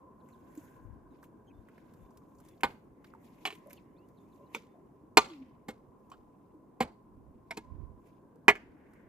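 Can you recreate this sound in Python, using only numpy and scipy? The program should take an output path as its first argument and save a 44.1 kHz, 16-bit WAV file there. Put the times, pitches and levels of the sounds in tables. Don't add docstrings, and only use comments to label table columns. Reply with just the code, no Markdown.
import sys
import numpy as np
from scipy import signal
from scipy.fft import rfft, irfft, next_fast_len
from scipy.io import wavfile

SR = 44100
rng = np.random.default_rng(int(sys.argv[2]) if len(sys.argv) > 2 else 0)


def elevation(decibels):
    levels = np.asarray(decibels, float)
    return 10 ** (levels / 20)


def dump(signal):
    limited = np.clip(np.atleast_2d(signal).T, -1, 1)
    pcm = np.round(limited * 32767).astype(np.int16)
    wavfile.write(sys.argv[1], SR, pcm)


N = 400428

# t/s, peak level/dB, then low, middle and top register against the bright one, level/dB
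TIP_HITS = [
    (8.4806, -2, -3, -1, -16.5),
    (8.5528, -36, -6, -10, -16),
]
# t/s, peak level/dB, low, middle, top level/dB
FLAT_HITS = [
    (5.1701, -3.5, -3.5, 0.92, -2.5),
]
# t/s, peak level/dB, low, middle, top level/dB
HEEL_HITS = [
    (7.5678, -29, 2.5, 0.32, -6.5),
]
# t/s, peak level/dB, low, middle, top level/dB
DRAG_HITS = [
    (6.8026, -15, 5.8, 6.6, -8),
]
# t/s, peak level/dB, low, middle, top level/dB
TAP_HITS = [
    (4.546, -23.5, -3.5, -0.58, -7),
]
# t/s, peak level/dB, low, middle, top level/dB
SIDE_HITS = [
    (2.6326, -11.5, -2.6, 5.2, -5.5),
]
# t/s, peak level/dB, low, middle, top level/dB
SCRAPE_HITS = [
    (3.4517, -21.5, -10.5, -4, -8.5),
    (3.461, -31, -10.5, -5.5, -3),
    (3.473, -28.5, -6, -5, -9.5),
    (3.4794, -48, 4, -9, -8),
    (3.503, -35.5, -12, -5.5, -8),
    (3.524, -41.5, -1, -5.5, -8),
]
# t/s, peak level/dB, low, middle, top level/dB
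CORNER_HITS = [
    (7.506, -28, -7.5, -1.2, -4.5),
]
# t/s, peak level/dB, low, middle, top level/dB
BRUSH_HITS = [
    (6.1147, -41, 0, 10, -1.5),
]
# t/s, peak level/dB, low, middle, top level/dB
BACK_HITS = [
    (5.682, -29, 4, 2.9, -8.5),
]

# f/Hz, level/dB, T60/s
TIP_HZ = [417, 537, 827, 947, 1160, 1562, 1717, 1987, 2159, 2310, 2433, 3051, 4170, 4400]
TIP_DB = [0.5, -14.5, -9, -5, -7, -8.5, -2.5, -9, -7, -9, -1, -9.5, -14, -13]
TIP_T60_S = [0.14, .07, 0.041, 0.062, .07, 0.0774, .09, 0.094, 0.1, 0.0792, 0.055, .09, .06, 0.1]
# f/Hz, level/dB, T60/s
FLAT_HZ = [426, 772, 924, 1029, 1179, 1455, 2170, 2438, 2900, 3530, 4170, 5850, 6590, 7400]
FLAT_DB = [0, -7.5, -1, -3.5, -7.5, -3.5, -8.5, -9, -17, -11, -13, -16, -17.5, -16.5]
FLAT_T60_S = [0.072, 0.056, 0.059, .065, 0.097, .05, .055, 0.055, .06, .06, 0.05, 0.071, 0.16, 0.022]
# f/Hz, level/dB, T60/s
DRAG_HZ = [235, 512, 765, 1021, 1600, 2121, 2250, 2400, 2545, 2922, 3597, 4132, 4470, 6120]
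DRAG_DB = [-5.5, 5.5, 3, -3.5, -6, -8, -16, -14, -21, -24, -24, -22, -21, -25]
DRAG_T60_S = [0.1, 0.056, 0.055, 0.063, 0.069, 0.073, 0.1, .07, 0.11, .055, .075, 0.094, .065, .06]
# f/Hz, level/dB, T60/s
SIDE_HZ = [232, 438, 537, 814, 939, 1035, 1190, 1497, 1758, 2147, 2450, 3083, 4150, 6900]
SIDE_DB = [-11, -6.5, -11.5, -1.5, 4, 1, -3, -3, -12, -8, -10, -9, -19, -30]
SIDE_T60_S = [.08, 0.059, .07, 0.098, 0.068, .07, 0.19, 0.1, 0.068, .075, .07, 0.056, .065, .07]
# f/Hz, level/dB, T60/s
SCRAPE_HZ = [409, 802, 1120, 1790, 2280, 2450, 2640, 2920, 3310, 4040, 4950, 6340]
SCRAPE_DB = [0.5, -9, -1, -8, 0, 1.5, -4, 1, -8, -0.5, -22, -18.5]
SCRAPE_T60_S = [0.094, .06, 0.028, 0.12, 0.038, 0.026, 0.051, 0.0324, 0.052, 0.041, .04, 0.059]
# f/Hz, level/dB, T60/s
HEEL_MODES = [(228, 1.5, .09), (322, -1.5, 0.074), (425, 4, 0.064), (790, -8, 0.067), (918, -4.5, 0.11),
              (1156, -10, 0.05), (1673, 2.5, 0.1), (2140, -5, 0.082), (2515, 1, 0.061), (3420, -30, 0.052),
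              (4150, -4, 0.042), (7130, -18, 0.029)]
# f/Hz, level/dB, T60/s
TAP_MODES = [(433, -10.5, 0.12), (917, 2.5, 0.037), (1460, -6.5, 0.032), (2300, -10, 0.1),
             (2400, 14.5, 0.0088), (2510, -11, 0.12), (3540, -4, 0.09), (4120, -23, .06), (5259, -20, .06),
             (6240, -22, 0.064), (7250, -39, 0.041)]
# f/Hz, level/dB, T60/s
CORNER_MODES = [(685, 1, 0.037), (921, -10, 0.1), (1503, -9, 0.069), (2000, -26, .08), (2200, -1, 0.042),
                (2370, -13, 0.056), (3600, -24.5, .06), (5410, -0.5, 0.04), (7251, -25, 0.035)]
# f/Hz, level/dB, T60/s
BRUSH_MODES = [(400, -13, .06), (1077, 2.5, 0.034), (2500, -10.5, 0.092), (3060, -8, 0.08),
               (4500, -18, .05), (5630, -8, 0.034), (7580, -16, 0.075)]
# f/Hz, level/dB, T60/s
BACK_MODES = [(228, -3, 0.077), (422, -1, 0.11), (508, -6.5, 0.085), (615, 0, 0.051), (794, -2, 0.044),
              (1182, -8.5, 0.05), (1480, -8, 0.079), (1700, -0.5, 0.027), (2145, -6.5, 0.11),
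              (4240, -18, 0.086), (7320, -33, 0.047)]
# f/Hz, level/dB, T60/s
CRUNCH = [(273, -15, 0.075), (452, -11.5, 0.075), (610, -14, 0.11), (773, -9.5, 0.052), (1230, -7.5, .07),
          (1676, -10, 0.095), (2830, -9, 0.086), (3640, -3, 0.012), (5100, -22, 0.012),
          (8370, -25.5, 0.037), (12200, -27, 0.061)]
REGISTER_EDGES_HZ = [200, 600, 1500]

# t/s, peak level/dB, f/Hz
DEBRIS = [
    (5.244, -43, 3100),
    (5.257, -50, 1700),
    (5.2762, -53, 2980),
    (5.283, -55, 5500),
    (5.3, -48, 3100),
    (5.308, -51.5, 4300),
    (5.318, -50, 3220),
    (5.333, -54, 4200),
    (5.352, -60, 3600),
    (5.372, -64, 2900),
]
# t/s, peak level/dB
THUDS = [
    (2.636, -36.5),
    (5.174, -35.5),
    (5.686, -48),
    (6.808, -35),
    (8.484, -36),
]
# t/s, peak level/dB, f/Hz, T60/s, broad snap level/dB
KNOCKS = [
    (0.571, -26, 294, 0.055, -38),
    (3.137, -19.5, 1070, 0.0083, -34),
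    (3.148, -43.5, 950, 0.038, -25),
    (3.657, -48, 591, 0.28, -29),
    (4.39, -52, 562, 0.28, -34),
    (4.74, -55, 644, 0.3, -38),
    (6.538, -42.5, 312, 0.13, -40),
    (8.356, -34, 459, 0.029, -33),
]
# t/s, peak level/dB, f/Hz,
# broad snap level/dB
TOUCHES = [(0.286, -59.5, 1680, -8), (0.5497, -62, 1900, 2.5), (1.227, -46, 1210, -10),
           (1.239, -60, 2400, 1), (1.685, -53, 1580, -10.5), (1.778, -56, 1660, -11),
           (1.935, -65, 1450, 4.5), (2.105, -68.5, 6600, -23.5), (2.171, -72.5, 5540, 17.5),
           (2.3494, -71, 6590, -9.5), (2.384, -63.5, 6100, -21), (2.4, -57, 1180, -0.5),
           (2.448, -64, 7700, -20), (2.46, -67, 6800, -20), (2.4846, -74.5, 2940, 21),
           (2.4846, -80, 3150, -25), (2.576, -71, 3980, -23), (2.6063, -49.5, 2140, -3),
           (2.706, -59, 3060, -6), (3.0422, -51, 1560, -10), (3.043, -58, 4000, -9.5), (3.55, -53, 2550, 0),
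           (3.705, -48.5, 2060, -2), (4.085, -68, 1610, 3), (6.099, -68.5, 6900, 8), (8.069, -75, 2110, 8),
           (8.933, -58, 1540, -4.5)]
# t/s, peak level/dB, f/Hz, T60/s, broad snap level/dB
TICKS = [
    (.286, -68, 7340, .04, -14),
    (.552, -57, 11500, .025, -7),
    (.575, -54.5, 7200, 0.036, -3),
    (3.583, -65, 7000, 0.016, -2),
    (3.671, -50, 11600, 0.01, -2),
    (3.697, -66, 11600, .05, 10),
    (3.7295, -46.5, 12000, 0.029, 0.5),
]
# f/Hz, side against mid level/dB, side phase/rad
PORTS = [(120, -20, -1.9), (300, -13, -1.9), (650, -11, -1.7), (1300, -3, -2.0), (2600, -3, -1.9),
         (5000, -3.5, -1.2), (9000, 0, -1.4), (13000, 0, -1.8)]
# delay/s, level/dB, smear/s
ECHOES = [
    (0.031, -27.5, 0.022),
    (0.068, -36.5, 0.014),
    (.11, -42, .05),
    (0.159, -69, 0.03),
]

# t/s, length/s, grit level/dB, cloth level/dB
MOVES = [(0.303, 0.24, -85, -74.5), (0.464, 0.45, -86, -96), (0.6, 0.23, -77.5, -64),
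         (0.726, 0.13, -94, -88), (1.146, 0.15, -81, -83), (1.24, 0.04, -84, -68), (1.76, 0.47, -80, -102),
         (1.998, 1, -98.5, -78), (2.462, 0.23, -78.5, -73), (2.697, 0.1, -100, -70),
         (3.07, 0.06, -71.5, -71), (3.251, 0.089, -71.5, -68.5), (3.332, 0.098, -79, -88),
         (3.43, 0.27, -69, -71), (3.543, 0.066, -71, -68), (3.732, 0.094, -70, -65.5),
         (4.22, 0.87, -89, -81.5), (4.36, 0.093, -88, -78.5), (4.551, 0.061, -52.5, -61),
         (5.286, 0.13, -81, -76.5), (5.34, 0.19, -68.5, -83.5), (6.12, 0.39, -94, -84),
         (7.537, 0.34, -85, -92), (8.067, 0.14, -80.5, -78), (8.564, 0.23, -79, -91),
         (8.947, 0.2, -101, -83)]
# f/Hz, level/dB per Hz
GRIT = [(1180, -32), (2000, 0), (3040, 1), (3460, -10.5), (4020, -3), (6000, -20.5), (7800, -51),
        (13200, -120)]
# f/Hz, level/dB per Hz
CLOTH = [(2940, -40), (4600, -17.5), (5800, -7.5), (6900, 0), (7800, -5.5), (9000, -14.5), (10400, -4.5),
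         (12000, -3), (15200, -6.5), (16000, -12)]
# t/s, length/s, level/dB, left-right level/dB
GUSTS = [(0.658, 0.25, -69, -4), (0.885, 0.11, -48.5, 37), (1.067, 0.19, -69, -11), (1.257, 0.21, -92, 2),
         (1.58, 0.063, -52.5, 24), (1.834, 0.062, -74, 9), (2.04, 0.049, -51, 14), (2.403, 0.22, -76, 4),
         (6.192, 0.057, -72, -9), (7.194, 0.084, -60.5, -22), (7.27, 0.16, -59, -16), (7.587, 0.13, -72, 6),
         (7.714, 0.039, -43.5, -33), (7.808, 0.099, -43, -30.5), (7.926, 0.029, -54.5, -22),
         (8.19, 0.066, -69, 5), (8.693, 0.077, -68.5, -4), (9.07, 0.18, -75, -5.5)]
# start t/s, end t/s, first f/Hz, last f/Hz, level/dB
NOTES = [(1.535, 1.612, 3540, 3580, -87), (1.994, 2.083, 3570, 3540, -89), (2.48, 2.552, 3560, 3400, -80),
         (3.84, 3.959, 2670, 3100, -89), (3.955, 4.06, 2300, 3000, -82), (4.185, 4.268, 3570, 3550, -86),
         (4.415, 4.535, 2660, 3150, -86), (3.778, 3.8, 2800, 2150, -65.5), (4.17, 4.19, 4500, 3600, -75),
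         (3.965, 3.995, 3300, 4600, -78), (4.318, 4.338, 4500, 3600, -75), (4.462, 4.482, 4500, 3700, -76),
         (0.2, 0.219, 4270, 3570, -81), (0.322, 0.35, 4400, 3500, -76), (1.1, 1.144, 4160, 3500, -87),
         (1.472, 1.5, 3220, 3170, -67.5), (1.499, 1.52, 2660, 2400, -65.5), (3.766, 3.793, 4880, 3800, -78),
         (3.74, 3.81, 3520, 3620, -84), (3.765, 3.785, 2800, 3350, -72), (1.465, 1.506, 6700, 6300, -80),
         (4.688, 4.758, 3570, 3580, -85), (5.41, 5.57, 3150, 3000, -89)]
# t/s, f/Hz, level/dB
HOOT = [
    (5.271, 390, -50),
    (5.297, 360, -54.5),
    (5.318, 329, -46),
    (5.38, 270, -55),
    (5.42, 262.5, -45),
    (5.471, 242, -63),
]
# t/s, length/s, rush level/dB, high hum level/dB
PASSES = [(0.505, .25, -78, -82), (0.653, 0.42, -79, -62.5), (1.799, 0.35, -79, -69),
          (2.447, 0.17, -76, -96), (3.1, 0.81, -76.5, -90.5), (3.605, 0.68, -77, -91.5),
          (4.55, 0.34, -75.5, -95), (5.449, .4, -79, -90.5), (7.608, 0.37, -81.5, -85.5),
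          (8.621, 0.19, -69, -81), (8.81, 0.43, -75, -82.5), (8.992, .8, -73, -67)]
# t/s, length/s, level/dB
HUM_SWELLS = [(0.01, 1.1, -64), (.78, 1.17, -67.5), (2.22, 0.93, -70.5), (3.56, 0.68, -65),
              (4.47, 0.65, -67), (5.31, 1.12, -73), (6.0, 1.4, -73.5), (6.9, 1.4, -73), (7.74, 0.43, -63.5),
              (8.3, 1.1, -79.5)]
# t/s, level/dB
VALLEY = [
    (0.0, -63.5),
    (7.89, -65),
    (9.08, -64),
]
# f/Hz, level/dB per Hz
FAR_DRONE = [(21, -43), (36, -18), (60, -12), (96, -7), (213, -0.5), (327, 0), (369, -4), (725, -15.5),
             (912, -12.5), (1000, -15), (1220, -28), (1400, -33), (1820, -63), (3080, -120)]
# f/Hz, level/dB per Hz
RUSH = [(710, -42.5), (1200, -3), (1370, -10), (1540, -2), (1940, 5), (2600, -13), (3000, -31.5),
        (4160, -55.5), (7040, -120)]
# f/Hz, left-right likeness/1
LIKENESS = [(60, 1), (130, 1), (290, 0.77), (640, 0.41), (1410, 0.13), (3100, 0.23), (6820, 0.43),
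            (15000, 0.8)]


def steel_ring(t, modes):
    settled = np.maximum(t - .04, 0)
    chance = rng.standard_normal((len(modes), 2))
    ring = np.zeros(len(t))
    for (hz, level_db, t60), (level_chance, pitch_chance) in zip(modes, chance):
        decay_db = 60 * (t + .8 * settled) / min(t60, .1)
        tone = np.sin(2 * np.pi * hz * (1 + 0.00053 * pitch_chance) * t)
        ring += elevation(level_db + 0.88 * level_chance - decay_db) * tone
    return ring


def stone_crunch(t, white, crunch_db, grind_s):
    slowed = 0.3 * t + 1.6 * np.maximum(t - grind_s, 0)
    first_crack = elevation(crunch_db - 12.5 - 60 * t / 0.0087) * band(white, 1100, 17000)
    crunch = first_crack
    for hz, level_db, t60 in CRUNCH:
        grinding = rms_one(band(white, hz / 1.27, hz * 1.27))
        crunch = crunch + elevation(crunch_db + level_db - 60 * slowed / t60) * grinding
    return crunch


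def earth_spray(t, white, spray_db):
    clusters = signal.lfilter([1], [1, -.99], (np.abs(white) > 2.75) * 1.0)
    grains = rms_one(band(white[::-1] * (.5 + clusters), 1600, 6000))
    return elevation(spray_db - 60 * t / 0.41) * np.minimum(t / 0.018, 1) * (1 - 4 * t) * grains


def blade(blows, modes, air_db, crunch_db, chatter, grind_s, edge_hz, dull_hz, spray_db, push_db, rise_s):
    out, t = np.zeros(N), np.arange(SR // 4) / SR
    edges = REGISTER_EDGES_HZ + [edge_hz, 7500, 12800]
    for s, peak_db, low_db, middle_db, top_db in blows:
        white = rng.standard_normal(len(t))
        ring = steel_ring(t, modes)
        ring = ring + chatter * np.interp(t - .0062, t, ring)
        sound = ring + stone_crunch(t, white, crunch_db, grind_s)
        sound = sound * np.minimum(t / max(rise_s, .0002), 1)
        shares_db = (low_db, middle_db, 0, top_db, top_db + air_db)
        sound = sum(elevation(share_db) * rms_one(band(sound, low_hz, high_hz))
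                    for share_db, low_hz, high_hz in zip(shares_db, edges, edges[1:]))
        sound = signal.lfilter([1], [1, -np.exp(-2 * np.pi * dull_hz / SR)], sound)
        first_push = np.sin(2 * np.pi * np.minimum(t / .0005, 1))
        sound = sound / np.abs(sound).max() + elevation(push_db) * first_push
        sound = sound + earth_spray(t, white, spray_db)
        add(out, elevation(peak_db) * sound / np.abs(sound).max(), s + 0.0015)
    return out


def all_blows():
    tip = np.transpose([TIP_HZ, TIP_DB, TIP_T60_S])
    flat = np.transpose([FLAT_HZ, FLAT_DB, FLAT_T60_S])
    side = np.transpose([SIDE_HZ, SIDE_DB, SIDE_T60_S])
    scrape = np.transpose([SCRAPE_HZ, SCRAPE_DB, SCRAPE_T60_S])
    drag = np.transpose([DRAG_HZ, DRAG_DB, DRAG_T60_S])
    blows = blade(TIP_HITS, tip, air_db=0.0, crunch_db=0.0, chatter=0.053, grind_s=0.022,
                  edge_hz=2440, dull_hz=7885, spray_db=-58, push_db=1.0, rise_s=0.00039)
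    blows += blade(FLAT_HITS, flat, air_db=-2.5, crunch_db=-1.2, chatter=0.3, grind_s=0.011,
                   edge_hz=3700, dull_hz=7060, spray_db=-43.5, push_db=-4.0, rise_s=0.00068)
    blows += blade(HEEL_HITS, HEEL_MODES, air_db=-0.27, crunch_db=1.7, chatter=0.37, grind_s=0.011,
                   edge_hz=3700, dull_hz=13500, spray_db=-44, push_db=-38, rise_s=0.0056)
    blows += blade(SIDE_HITS, side, air_db=-9.0, crunch_db=-5.5, chatter=0.13, grind_s=0.018,
                   edge_hz=2650, dull_hz=13500, spray_db=-50.5, push_db=2.0, rise_s=0.00068)
    blows += blade(SCRAPE_HITS, scrape, air_db=-3.0, crunch_db=0.0, chatter=0.12, grind_s=0.015,
                   edge_hz=3980, dull_hz=8970, spray_db=-41.5, push_db=-1.5, rise_s=0.00038)
    blows += blade(DRAG_HITS, drag, air_db=-3.5, crunch_db=-8.0, chatter=0.14, grind_s=0.025,
                   edge_hz=3650, dull_hz=15130, spray_db=-50.0, push_db=-22, rise_s=0.0031)
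    blows += blade(TAP_HITS, TAP_MODES, air_db=-3.4, crunch_db=-0.6, chatter=0.23, grind_s=0.018,
                   edge_hz=2620, dull_hz=15000, spray_db=-39, push_db=-29, rise_s=0.00046)
    blows += blade(CORNER_HITS, CORNER_MODES, air_db=-5.0, crunch_db=-1.6, chatter=0.85, grind_s=0.012,
                   edge_hz=2630, dull_hz=12000, spray_db=-40, push_db=-23, rise_s=0.0016)
    blows += blade(BRUSH_HITS, BRUSH_MODES, air_db=-5.5, crunch_db=-2.0, chatter=0.23, grind_s=0.029,
                   edge_hz=3200, dull_hz=12000, spray_db=-38, push_db=-14, rise_s=0.00079)
    blows += blade(BACK_HITS, BACK_MODES, air_db=-1.5, crunch_db=-5.5, chatter=0.59, grind_s=0.024,
                   edge_hz=3560, dull_hz=12900, spray_db=-43, push_db=-30, rise_s=0.0024)
    return blows


def small_hits(rows, width):
    out, t = np.zeros(N), np.arange(SR // 8) / SR
    for s, peak_db, hz, t60, snap_db in rows:
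        white = rng.standard_normal(len(t))
        tone = rms_one(band(white, hz / width, hz * width))
        snap = elevation(snap_db) * rms_one(band(white, 800, 24000))
        decay = elevation(peak_db - 4 - 60 * t / max(t60, .004))
        add(out, decay * (tone + snap) * np.minimum(t / 0.0025, 1), s)
    return out


def touches_and_falls():
    touches = [(s, peak_db, hz, 0.042, snap_db) for s, peak_db, hz, snap_db in TOUCHES]
    thuds = [(s, peak_db, 61.94, 0.28, -60) for s, peak_db in THUDS]
    debris = [(s, peak_db - 4.5, hz, 0.038, -19) for s, peak_db, hz in DEBRIS]
    hits = small_hits(touches, 1.36) + small_hits(KNOCKS, 1.086) + small_hits(thuds, 9.9)
    return hits + small_hits(debris, 1.1) + small_hits(TICKS, 1.1)


def near_ports(x):
    size = next_fast_len(N)
    hz = np.maximum(np.fft.rfftfreq(size, 1 / SR), 1)
    hzs, side_db, phase = np.transpose(PORTS)
    turned = np.exp(1j * at_hz(hzs, phase, hz))
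    side = irfft(rfft(x, size) * elevation(at_hz(hzs, side_db, hz)) * turned, size)[:N]
    return np.array([x + side, x - side])


def slope_echo(x):
    t = np.arange(SR // 3) / SR
    shape = np.zeros(len(t))
    for lag, level_db, smear in ECHOES:
        tail = (t > lag) * np.exp(-np.maximum(t - lag, 0) / smear)
        shape += elevation(level_db) * tail / np.sqrt(smear * SR / 2)
    answer = band(shape * rng.standard_normal((2, len(t))), 500, 13000)
    uneven = x * (0.33 + drift(150))
    return signal.fftconvolve(uneven[None], answer, axes=1)[:, :N]


def rustle():
    s, length, grit_db, cloth_db = np.transpose(MOVES)
    grains = (rng.random(N) < 400 / SR) * rng.exponential(1, N)
    lumps = 1.4 + 0.47 * signal.lfilter([1], [1, -.99], grains)
    grit = rms_one(lumps * banded_noise(GRIT, 3, count=4))
    cloth = elevation(-6.5 + 1.5 * drift(25)) * banded_noise(CLOTH, 1.4, count=8)
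    grit = swells(s, length, grit_db, -95, rise=0.34) * grit
    return grit + swells(s, length, cloth_db, -99, rise=0.65) * cloth


def wind():
    s, length, level_db, pan_db = np.transpose(GUSTS)
    left, right = band(rng.standard_normal((2, N)), 27, 105)
    ports = rms_one(np.array([left, right + 0.51 * left])) * elevation(3 * drift(25))
    shares_db = [20 * np.log10(2 / (1 + elevation(side * pan_db))) for side in (-1, 1)]
    return ports * [swells(s, length, level_db + share_db, -73, rise=0.95) for share_db in shares_db]


def birds():
    out, waver = np.zeros(N), drift(300)
    for start, end, first_hz, last_hz, level_db in NOTES:
        u = np.linspace(0, 1, round((end - start) * SR))
        glide_hz = first_hz + (last_hz - first_hz) * u ** 0.85
        roughness = 0.00002 / (end - start) ** 2
        hz = glide_hz * (1 + roughness * waver[round(start * SR):][:len(u)])
        tone = np.sin(2 * np.pi * np.cumsum(hz) / SR)
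        add(out, elevation(level_db + 0.5) * np.sin(np.pi * u) ** 0.24 * tone, start)
    return out * elevation(3.5 * drift(30) - 2.5)


def hoot():
    hz, level_db = in_time(HOOT)
    t = np.arange(N) / SR
    gate = np.clip(np.minimum(t - HOOT[0][0], HOOT[-1][0] - t) / 0.034, 0, 1)
    return np.sqrt(2) * elevation(level_db) * gate * np.sin(2 * np.pi * np.cumsum(hz) / SR)


def hums():
    s, length, _, high_db = np.transpose(PASSES)
    white = rng.standard_normal((2, N)) + 1.1 * rng.standard_normal(N)
    low = elevation(1.2 * drift(11)) * rms_one(band(white, 1020 / 1.04, 1020 * 1.04))
    high = rms_one(band(white, 1540 / 1.07, 1540 * 1.07))
    low = swells(*np.transpose(HUM_SWELLS), -88, rise=0.73) * low
    return low + swells(s, 2.3 * length, high_db - 11.0, -96, rise=0.61) * high


def valley():
    drone_db, = in_time(VALLEY)
    s, length, rush_db, _ = np.transpose(PASSES)
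    drone = elevation(drone_db + 5.5) * banded_noise(FAR_DRONE, 2.2, count=16)
    return drone + swells(s, length, rush_db - 1.5, -100, rise=0.33) * banded_noise(RUSH, 1.6, count=4)


def hiss():
    return elevation(-87) * rms_one(band(rng.standard_normal((2, N)), 5400, 22000))


def banded_noise(spectrum, patchy_db, count):
    hzs, levels = np.transpose(spectrum[1:-1])
    edges, out = np.geomspace(hzs[0], hzs[-1], count + 1), 0
    white = rng.standard_normal((2, 2, N))
    for k, (low, high) in enumerate(zip(edges, edges[1:])):
        mid, side = band(white[k % 2], low, high)
        hz = np.sqrt(low * high)
        alike = np.clip(at_hz(*np.transpose(LIKENESS), hz), -1, 1)
        gain = elevation(at_hz(hzs, levels, hz) + patchy_db * drift(43))
        out = out + gain * (np.sqrt(1 + alike) * mid + np.sqrt(1 - alike) * side * [[1], [-1]])
    return rms_one(out)


def swells(s, length, level_db, rest_db, rise):
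    t = np.arange(0, N + 64, 64)[:, None] / SR - s
    away = np.maximum(t, -t / rise) / np.maximum(length, .02)
    gain = elevation(rest_db) + elevation(level_db - 20 * away).sum(axis=1)
    return np.interp(np.arange(N) / 64, np.arange(len(t)), gain)


def drift(rate):
    r = np.exp(-80 * np.pi * rate / SR)
    slow = signal.lfilter([1], [1, -2 * r, r * r], rng.standard_normal(N // 40 + 2002))[2000:]
    return np.interp(np.arange(N) / 40, np.arange(len(slow)), rms_one(slow))


def band(x, low_hz, high_hz):
    sos = signal.butter(2, [low_hz, min(high_hz, SR / 2.2)], "band", fs=SR, output="sos")
    return signal.sosfilt(sos, x)


def rms_one(x):
    return x / np.sqrt(np.mean(x ** 2) + 1e-20)


def in_time(rows):
    s, *columns = np.transpose(rows)
    return [np.interp(np.arange(N) / SR, s, column) for column in columns]


def at_hz(hzs, values, hz):
    return np.interp(np.log(hz), np.log(hzs), values)


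def add(out, sound, s):
    i = round(s * SR)
    out[..., i:i + sound.shape[-1]] += sound[..., :out.shape[-1] - i]


def scene():
    blows = all_blows()
    near = near_ports(blows + touches_and_falls())
    around = slope_echo(blows) + rustle() + wind() + birds() + hoot() + hums() + valley() + hiss()
    return near + around


def band_limit(x):
    return signal.sosfilt(signal.butter(12, 16810, fs=SR, output="sos"), x)


def record(dry):
    dry = signal.sosfilt(signal.butter(2, 32, "high", fs=SR, output="sos"), dry)
    dry = signal.sosfilt(signal.cheby2(10, 50, 16300, fs=SR, output="sos"), dry)
    mix = np.clip(dry, -.99, .99)
    return band_limit(mix)


dry = scene()
out = record(dry)
dump(out)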